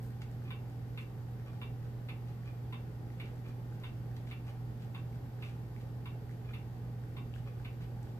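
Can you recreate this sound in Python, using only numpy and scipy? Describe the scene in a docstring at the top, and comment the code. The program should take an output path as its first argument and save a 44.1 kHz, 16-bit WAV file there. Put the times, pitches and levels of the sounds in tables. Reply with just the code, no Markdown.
"""Two cats eating beside two clocks

Two cats lap and chew soft food from bowls on a wooden floor, close to a two-port microphone: wet
seals pop as damped resonances and bursting films crackle. A pendulum clock rings its case modes in a
tick-tock across the room, and a faint wall clock rattles through one step a second. Sines make the mains
hum and the whine of distant motors; coloured noise makes the room rumble and microphone hiss."""
import sys
import numpy as np
from scipy import signal
from scipy.fft import rfft, irfft
from scipy.io import wavfile
from scipy.ndimage import uniform_filter1d

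SR = 44100
rng = np.random.default_rng(int(sys.argv[2]) if len(sys.argv) > 2 else 0)


def master(y):
    """Save y as 16-bit WAV."""
    cut = np.clip(np.atleast_2d(y).T, -1, 1)
    pcm = np.round(cut * 32767)  # scale
    wavfile.write(sys.argv[1], SR, pcm.astype(np.int16))


N = 361179  # samples
PORT_LAG = 6  # samples by which sound reaches the right port later


def gain_of(db):
    """Level law: twenty decibels are a factor of ten in amplitude."""
    return 10 ** (np.asarray(db) / 20)


def evened(x):
    """Power normalisation: scales a signal to rms 1."""
    return x / np.sqrt(np.mean(x ** 2) + 1e-20)


def read(points, hz):
    """Logarithmic pitch scale: interpolates a table's values along log frequency."""
    f, value = np.transpose(points)
    return np.interp(np.log(hz + 1), np.log(f + 1), value)


def add(mix, s, sound):
    """Superposition: adds a sound into the mix from time s in seconds."""
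    part = mix[..., max(round(s * SR), 0):][..., :sound.shape[-1]]
    part += sound[..., :part.shape[-1]]


CONTACT_CYCLES = 1.2  # cycles over which a struck mode swells


def ring(hz, t60, db, size):
    """Modal synthesis: a struck body sounds as a sum of decaying sines with random phases."""
    t = np.arange(size)[:, None] / SR
    hz = np.asarray(hz)
    turns = t * hz + rng.random(len(hz))
    decay = gain_of(db - 60 * t / t60)
    swell = np.tanh(t * hz / CONTACT_CYCLES)
    return (decay * swell * np.sin(2 * np.pi * turns)).sum(1)


# Decay of the room. Each row: frequency in Hz, time to fall 60 dB in seconds.
ROOM_DECAY = [(500, .3), (1000, .2), (2200, .24), (2700, .3), (4000, .18), (10000, .15)]


def room(x, gap_ms, wet_db):
    """Reverberation: direct sound at both ports, then sparse echoes whose bands decay at their own rates."""
    spacing = 20  # samples, one echo falls at random within each
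    taps = np.zeros((2, SR // 2))
    at = np.arange(0, SR // 2 - spacing, spacing)
    places = at + rng.integers(0, spacing, (2, len(at)))
    signs = rng.choice([-1., 1.], (2, len(at)))
    np.put_along_axis(taps, places, signs, 1)
    hz, t, z = signal.stft(taps, SR, nperseg=128)
    decay = gain_of(-60 * t / read(ROOM_DECAY, hz)[:, None])
    tail = signal.istft(z * decay, SR, nperseg=128)[1]
    tail = tail / np.linalg.norm(tail[0])
    tail = np.pad(tail, ((0, 0), (round(abs(gap_ms) * SR / 1000), 0)))
    x = np.broadcast_to(x, (2, N))
    direct = np.array([x[0], np.roll(x[1], PORT_LAG)])
    return direct + gain_of(wet_db) * signal.fftconvolve(x, tail, axes=1)[:, :N]


# Likeness of the two ports. Each row: frequency in Hz, left-right correlation before the caller's factor.
PORT_LIKENESS = [(60, .99), (180, .97), (300, .86), (630, .53), (1400, .02), (3000, -.05)]


def noise(spectrum, same, patchy_db, size=2048):
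    """Partial coherence: the ports share part of a coloured noise whose bands drift in level."""
    hz = np.fft.rfftfreq(size, 1 / SR)
    a, b, c, d, patches = rng.standard_normal((4 * N // size + 5, len(hz), 5)).T
    patches = uniform_filter1d(patches, size=12, axis=0)
    patches = evened(uniform_filter1d(patches, size=6, axis=1))
    same = np.clip(same * read(PORT_LIKENESS, hz), -1, 1)[:, None]
    left = a + 1j * b
    right = same * left + np.sqrt(1 - same ** 2) * (c + 1j * d)
    z = np.array([left, right])
    z *= gain_of(read(spectrum, hz)[:, None] + patchy_db * patches)
    return evened(signal.istft(z, nperseg=size, noverlap=3 * size // 4)[1][:, :N])


# Colour of the house rumble. Each row: frequency in Hz, relative spectral density in dB.
RUMBLE_COLOUR = [(24, -29), (35, -11.5), (70, 0), (105, 0), (160, -2.5), (200, -6.5), (260, -8),
                 (500, -12.5), (660, -19.5), (820, -13), (930, -22), (1800, -28.5), (2500, -33.5),
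                 (7000, -46.5)]
# Colour of the microphone hiss. Each row: frequency in Hz, relative spectral density in dB.
HISS_COLOUR = [(1000, 8), (6000, 2), (8300, -0.5), (9600, -12), (11500, 5), (14500, 5.5)]
RUMBLE_DB, HISS_DB = -50, -68.5  # rms


def rumble_and_hiss():
    """Stationary random noise: correlated house rumble and independent microphone hiss."""
    rumble = gain_of(RUMBLE_DB) * noise(RUMBLE_COLOUR, same=0.9, patchy_db=0.89)
    hiss = gain_of(HISS_DB) * noise(HISS_COLOUR, same=0, patchy_db=0.75)
    return rumble + hiss


FAN_HZ, FRIDGE_HZ, PUMP_HZ = 53.88, 58.92, 59.31  # shaft speeds
# Harmonics of the fan. Each row: multiple of the shaft speed, rms level in dB.
FAN_ORDERS = [(1, -62), (2, -67), (4, -68), (5, -75), (8, -70), (12, -85)]
# Harmonics of the fridge. Each row: multiple of the shaft speed, rms level in dB.
FRIDGE_ORDERS = [(1, -64), (2, -63), (3, -69), (4, -64), (7, -77), (20, -85), (25, -85), (26, -81),
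                 (27, -90), (30, -90), (31, -82), (32, -82)]
# Harmonics of the pump. Each row: multiple of the shaft speed, rms level in dB.
PUMP_ORDERS = [(13, -75), (55, -92), (62, -94), (65, -94), (76, -92), (77, -88), (78, -96), (79, -99),
               (80, -92), (81, -96), (82, -97), (196, -101), (198, -101)]
# Mains hum and other steady tones. Each row: frequency in Hz, rms level in dB.
STEADY_TONES = [(119.97, -43), (37.9, -66), (65.8, -71), (101.1, -59), (125.4, -66), (138.8, -66),
                (160.6, -60), (167.3, -65), (209, -67), (227.7, -67), (281.7, -70), (321.2, -77),
                (401.6, -79), (502, -80), (5185.5, -90)]


def hum():
    """Harmonic series: motors sound at multiples of shaft speed, beside mains hum and other steady tones."""
    lines = list(STEADY_TONES)
    for shaft_hz, orders in ((FAN_HZ, FAN_ORDERS), (FRIDGE_HZ, FRIDGE_ORDERS), (PUMP_HZ, PUMP_ORDERS)):
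        lines += [(shaft_hz * multiple, db) for multiple, db in orders]
    t = np.arange(N) / SR
    out = np.zeros((2, N))
    for (hz, db), start in zip(lines, rng.random(len(lines))):
        # the right port lags by its delay, at most a quarter turn
        lag = np.array([[0], [min(hz * PORT_LAG / SR, 1 / 4)]])
        out += np.sqrt(2) * gain_of(db) * np.sin(2 * np.pi * (hz * t + start - lag))
    return out


# Modes of the wall clock's plastic case. Each row: frequency in Hz, relative level in dB.
WALL_MODES = [(1150, 0), (1450, -4), (1750, -5), (2100, -8), (2420, -1), (2900, -10), (3400, -11),
              (4100, -14), (4800, -17), (5600, -19)]
WALL_T60 = .02  # s
FIRST_STEP_S, STEP_S = .487, 1.0  # peak of the first rattle, time between steps
STEP_DB = -60


def wall_clock():
    """Impact excitation: a stepping motor's gear slaps grow, then settle, ringing the plastic case."""
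    ms = np.arange(-40, 30, 1000 / SR)
    swell = gain_of(np.where(ms < 0, 0.089 * ms, -.6 * ms))
    hz, mode_db = np.transpose(WALL_MODES)
    body = ring(hz, WALL_T60, mode_db, size=1500)
    out = np.zeros(N)
    for s in np.arange(FIRST_STEP_S, N / SR, STEP_S):
        slaps = swell * rng.standard_normal(len(ms))
        slaps *= rng.random(len(ms)) < 400 / SR  # about 400 slaps a second
        add(out, s + ms[0] / 1000, gain_of(STEP_DB) * np.convolve(slaps, body))
    return room(out, gap_ms=4.0, wet_db=-2.5)


# Blows within a beat: the pallet unlocks, the wheel lands and rebounds.
# Each row: time from the beat in ms, relative level on the tick in dB, on the tock in dB.
BLOWS = [(-2.6, -3, -12), (-0.4, 0, 0), (4.5, -3, -2), (13, -4, -2)]
# Modes of the wooden clock case, a list of frequencies in Hz.
CASE_HZ = [985, 1090, 1200, 1330, 1520, 1740, 1930, 2090, 2230, 2330, 2500, 2630, 2750, 2870, 3100, 3390,
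           3530, 3640, 3740, 4200, 4750]
# Levels of those modes in dB, relative. The first row: on the tick; the second: on the tock.
CASE_DB = [
    [3, 1.5, -12, -8, -8, -8.5, -9, -5, -6.5, -6, -8, -4, -1, -9, -9, -10.5, -6, -4.5, -9.5, -18, -18.5],
    [-7.5, -6.5, -4, -7, -11.5, -10, -12, -4, -2.5, -4.5, -9.5, -2.5, -2.6, -8.5, -12, -12, -7, -7.5, -12.5,
     -14, -20],
]
CASE_T60 = .035  # s, thin wood damps every mode quickly
FIRST_TICK_S, SWING_S = .5068, 1.11035  # the escapement strikes its two pallets in turn
TOCK_AFTER_S, TOCK_DRIFT_S = .4685, .0018  # tock follows tick by this, a little later each swing
TICK_DB, TOCK_DB, FADE_DB_PER_S = -49, -47.5, -0.45  # levels at time zero, and their change
BLOW_JITTER_MS = .6  # full width


def pendulum():
    """Modal excitation: steel pallet blows ring the wooden case, its modes weighted by tick or tock."""
    t = np.arange(3000) / SR
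    out = np.zeros(N)
    steel = np.diff(rng.standard_normal(len(t) + 2), 2) * gain_of(-15 - 60 * t / .015)
    ticks = np.arange(FIRST_TICK_S, N / SR, SWING_S)
    tocks = ticks + TOCK_AFTER_S + TOCK_DRIFT_S * np.arange(len(ticks))
    for k, (times, db) in enumerate([(ticks, TICK_DB), (tocks, TOCK_DB)]):
        for ms, *blow_db in BLOWS:
            body = steel + ring(CASE_HZ, CASE_T60, np.array(CASE_DB[k]), size=len(t))
            for s, late in zip(times, rng.random(len(times)) - .5):
                level = gain_of(db + FADE_DB_PER_S * s + blow_db[k])
                add(out, s + (ms + BLOW_JITTER_MS * late) / 1000, level * body)
    return room(out, gap_ms=1.474, wet_db=0.34)


# Colour of the wet crackle from mouth and bowl. Each row: frequency in Hz, relative level in dB.
WET_COLOUR = [(700, -30), (1400, -2), (3000, 0), (4500, -4), (6500, -10), (10000, -13), (14000, -14)]


def crackle(size, tilt_db):
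    """Shot noise: tiny films burst at random in uneven sizes, coloured by the mouth and bowl."""
    sizes = gain_of(3.5 * np.minimum(rng.exponential(1, size), 4))
    signs = rng.choice([-1, 1], size)
    bursts = sizes * signs * (rng.random(size) < 1000 / SR)  # about 1000 a second
    hz = np.fft.rfftfreq(size, 1 / SR)
    colour_db = read(WET_COLOUR, hz) + tilt_db * np.log2((hz + 1) / 3000)
    return evened(irfft(rfft(bursts) * gain_of(colour_db), size))


# Bouts of wet crackle as tongues work the food.
# Each row: middle in seconds, length in seconds, level in dB, treble tilt in dB per octave.
LAPS = [(0.039, 0.15, -61, 9.5), (0.221, 0.039, -59.5, -3), (1.02, .07, -68, 4), (1.845, 0.067, -63, -8),
        (2.294, .08, -67.5, -2), (3.246, 0.18, -66, -5), (3.488, 0.043, -68, 3), (3.858, 0.12, -62, -5.5),
        (4.167, 0.013, -57, 0), (4.286, 0.072, -64.5, -3), (4.482, 0.068, -64, -0.5),
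        (4.822, 0.074, -67, -1.5), (5.469, 0.14, -65, -1), (5.813, .03, -66.5, -1),
        (7.822, 0.073, -61.5, -5)]
FAINT_LAPS_DB = -82.5
SMACK_LAP_S, SMACK_LAP_DB = 0.046, -73  # the short crackle that follows every listed smack


def lapping():
    """Amplitude modulation: Gaussian envelopes shape bouts of crackle over a faint steady one."""
    out = gain_of(FAINT_LAPS_DB) * crackle(N, 0)
    after_smacks = [(s + SMACK_LAP_S / 2, SMACK_LAP_S, SMACK_LAP_DB, 0) for s, *_ in SMACKS]
    t = np.arange(-4096, 4096) / SR
    for s, length, db, tilt_db in list(LAPS) + after_smacks:
        bout = crackle(len(t), tilt_db) * np.exp(-8 * (t / length) ** 2)
        first = max(round(-(s + t[0]) * SR), 0)  # skips what falls before time zero
        add(out, s + t[first], gain_of(db) * bout[first:])
    return room(out, gap_ms=3.0, wet_db=-2.5)


# Smacks of tongue and teeth. Each row: start in seconds, mouth ring level in dB, mouth ring frequency
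# in Hz, treble snap level before its band filter in dB, left minus right in dB.
SMACKS = [(0.105, -50, 1700, -52, 0), (0.2198, -49, 1540, -55, 11), (0.314, -51, 1750, -53, 4),
          (0.4205, -45.5, 1550, -65, 1), (0.6983, -49, 1670, -56, -2), (1.461, -55, 1440, -56, 0),
          (1.5327, -48, 1450, -58, 3), (1.8284, -48, 1840, -58, 0), (2.4342, -45, 1820, -69, 0),
          (2.458, -50, 1650, -56, 0), (3.1025, -44, 2020, -67, 1), (3.3594, -60, 1530, -54, -3),
          (3.7243, -45, 1450, -60, -4), (3.8, -57, 1890, -55, 0), (4.1688, -45, 1950, -65, -6),
          (4.2736, -43, 2140, -63, 0), (4.473, -48, 1820, -63, 2), (5.1277, -47, 2110, -61, 0),
          (5.3894, -46, 1690, -64, -5), (5.7635, -40.5, 2200, -56, 0), (6.294, -44, 1900, -66, -4),
          (6.312, -46, 2090, -58, -2), (6.5086, -42.5, 1390, -59.5, -2), (7.3393, -38, 2820, -67, 8),
          (7.3542, -49, 3060, -62.5, 14), (7.3606, -41.5, 1580, -57, -4), (7.599, -42, 1540, -59, -2),
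          (7.807, -50, 1870, -61, 0), (8.0293, -53, 1540, -51, -3), (8.071, -47, 1520, -68, -6)]
FAINT_SMACKS_PER_S = 2
FAINT_RING_DB, FAINT_SNAP_DB, FAINT_SPREAD_DB = -51, -62, 5  # spread is either way
FAINT_HZ = 1600  # middle of the faint rings' range


def smacks():
    """Damped resonance: a breaking wet seal rings the mouth and hisses briefly; faint ones fall at random."""
    t = np.arange(600) / SR
    out = np.zeros((2, N))
    snap_band = signal.butter(2, [2000, 10000], "bandpass", fs=SR)
    when, size, pitch, side = rng.random((round(FAINT_SMACKS_PER_S * N / SR), 4)).T
    more_db = FAINT_SPREAD_DB * (2 * size - 1)
    faint_hz = FAINT_HZ * (.85 + .3 * pitch)
    faint_pan_db = 6.0 * (side - .5)
    faint = zip(when * N / SR, FAINT_RING_DB + more_db, faint_hz, FAINT_SNAP_DB + more_db, faint_pan_db)
    for s, ring_db, hz, snap_db, pan_db in list(SMACKS) + list(faint):
        ring_decay = gain_of(ring_db - 60 * t / (14 / hz))  # 60 dB in 14 cycles
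        pop = np.sin(2 * np.pi * hz * t) * ring_decay * np.tanh(t * hz)
        hiss = signal.lfilter(*snap_band, rng.standard_normal(len(t)))
        snap = hiss * gain_of(snap_db - 60 * t / 0.011) * np.tanh(t / .0006)
        pan = gain_of(np.array([[.5], [-.5]]) * pan_db)
        add(out, s, pan * (pop + snap))
    return room(out, gap_ms=6.0, wet_db=-6.0)


def scene():
    """Superposition: the pressures of all sources add at the two ports."""
    return rumble_and_hiss() + hum() + wall_clock() + pendulum() + lapping() + smacks()


# Balance of the two ports. Each row: frequency in Hz, left minus right in dB.
PORT_TILT = [(30, -2.2), (130, -1.9), (300, -.6), (1000, 0), (4000, 1), (14500, 1.2)]
EDGE_HZ = 14560  # upper band limit


def record(dry):
    """Linear filtering: the ports differ slightly in response, then a low-pass limits the band."""
    tilt_db = read(PORT_TILT, np.fft.rfftfreq(N, 1 / SR)) * np.array([[.5], [-.5]])
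    ports = irfft(rfft(dry) * gain_of(tilt_db), N)
    low_pass = signal.firwin(1023, EDGE_HZ, window=("kaiser", 9), fs=SR)
    return signal.oaconvolve(ports, low_pass[None], "same")


dry = scene()
out = record(dry)
master(out)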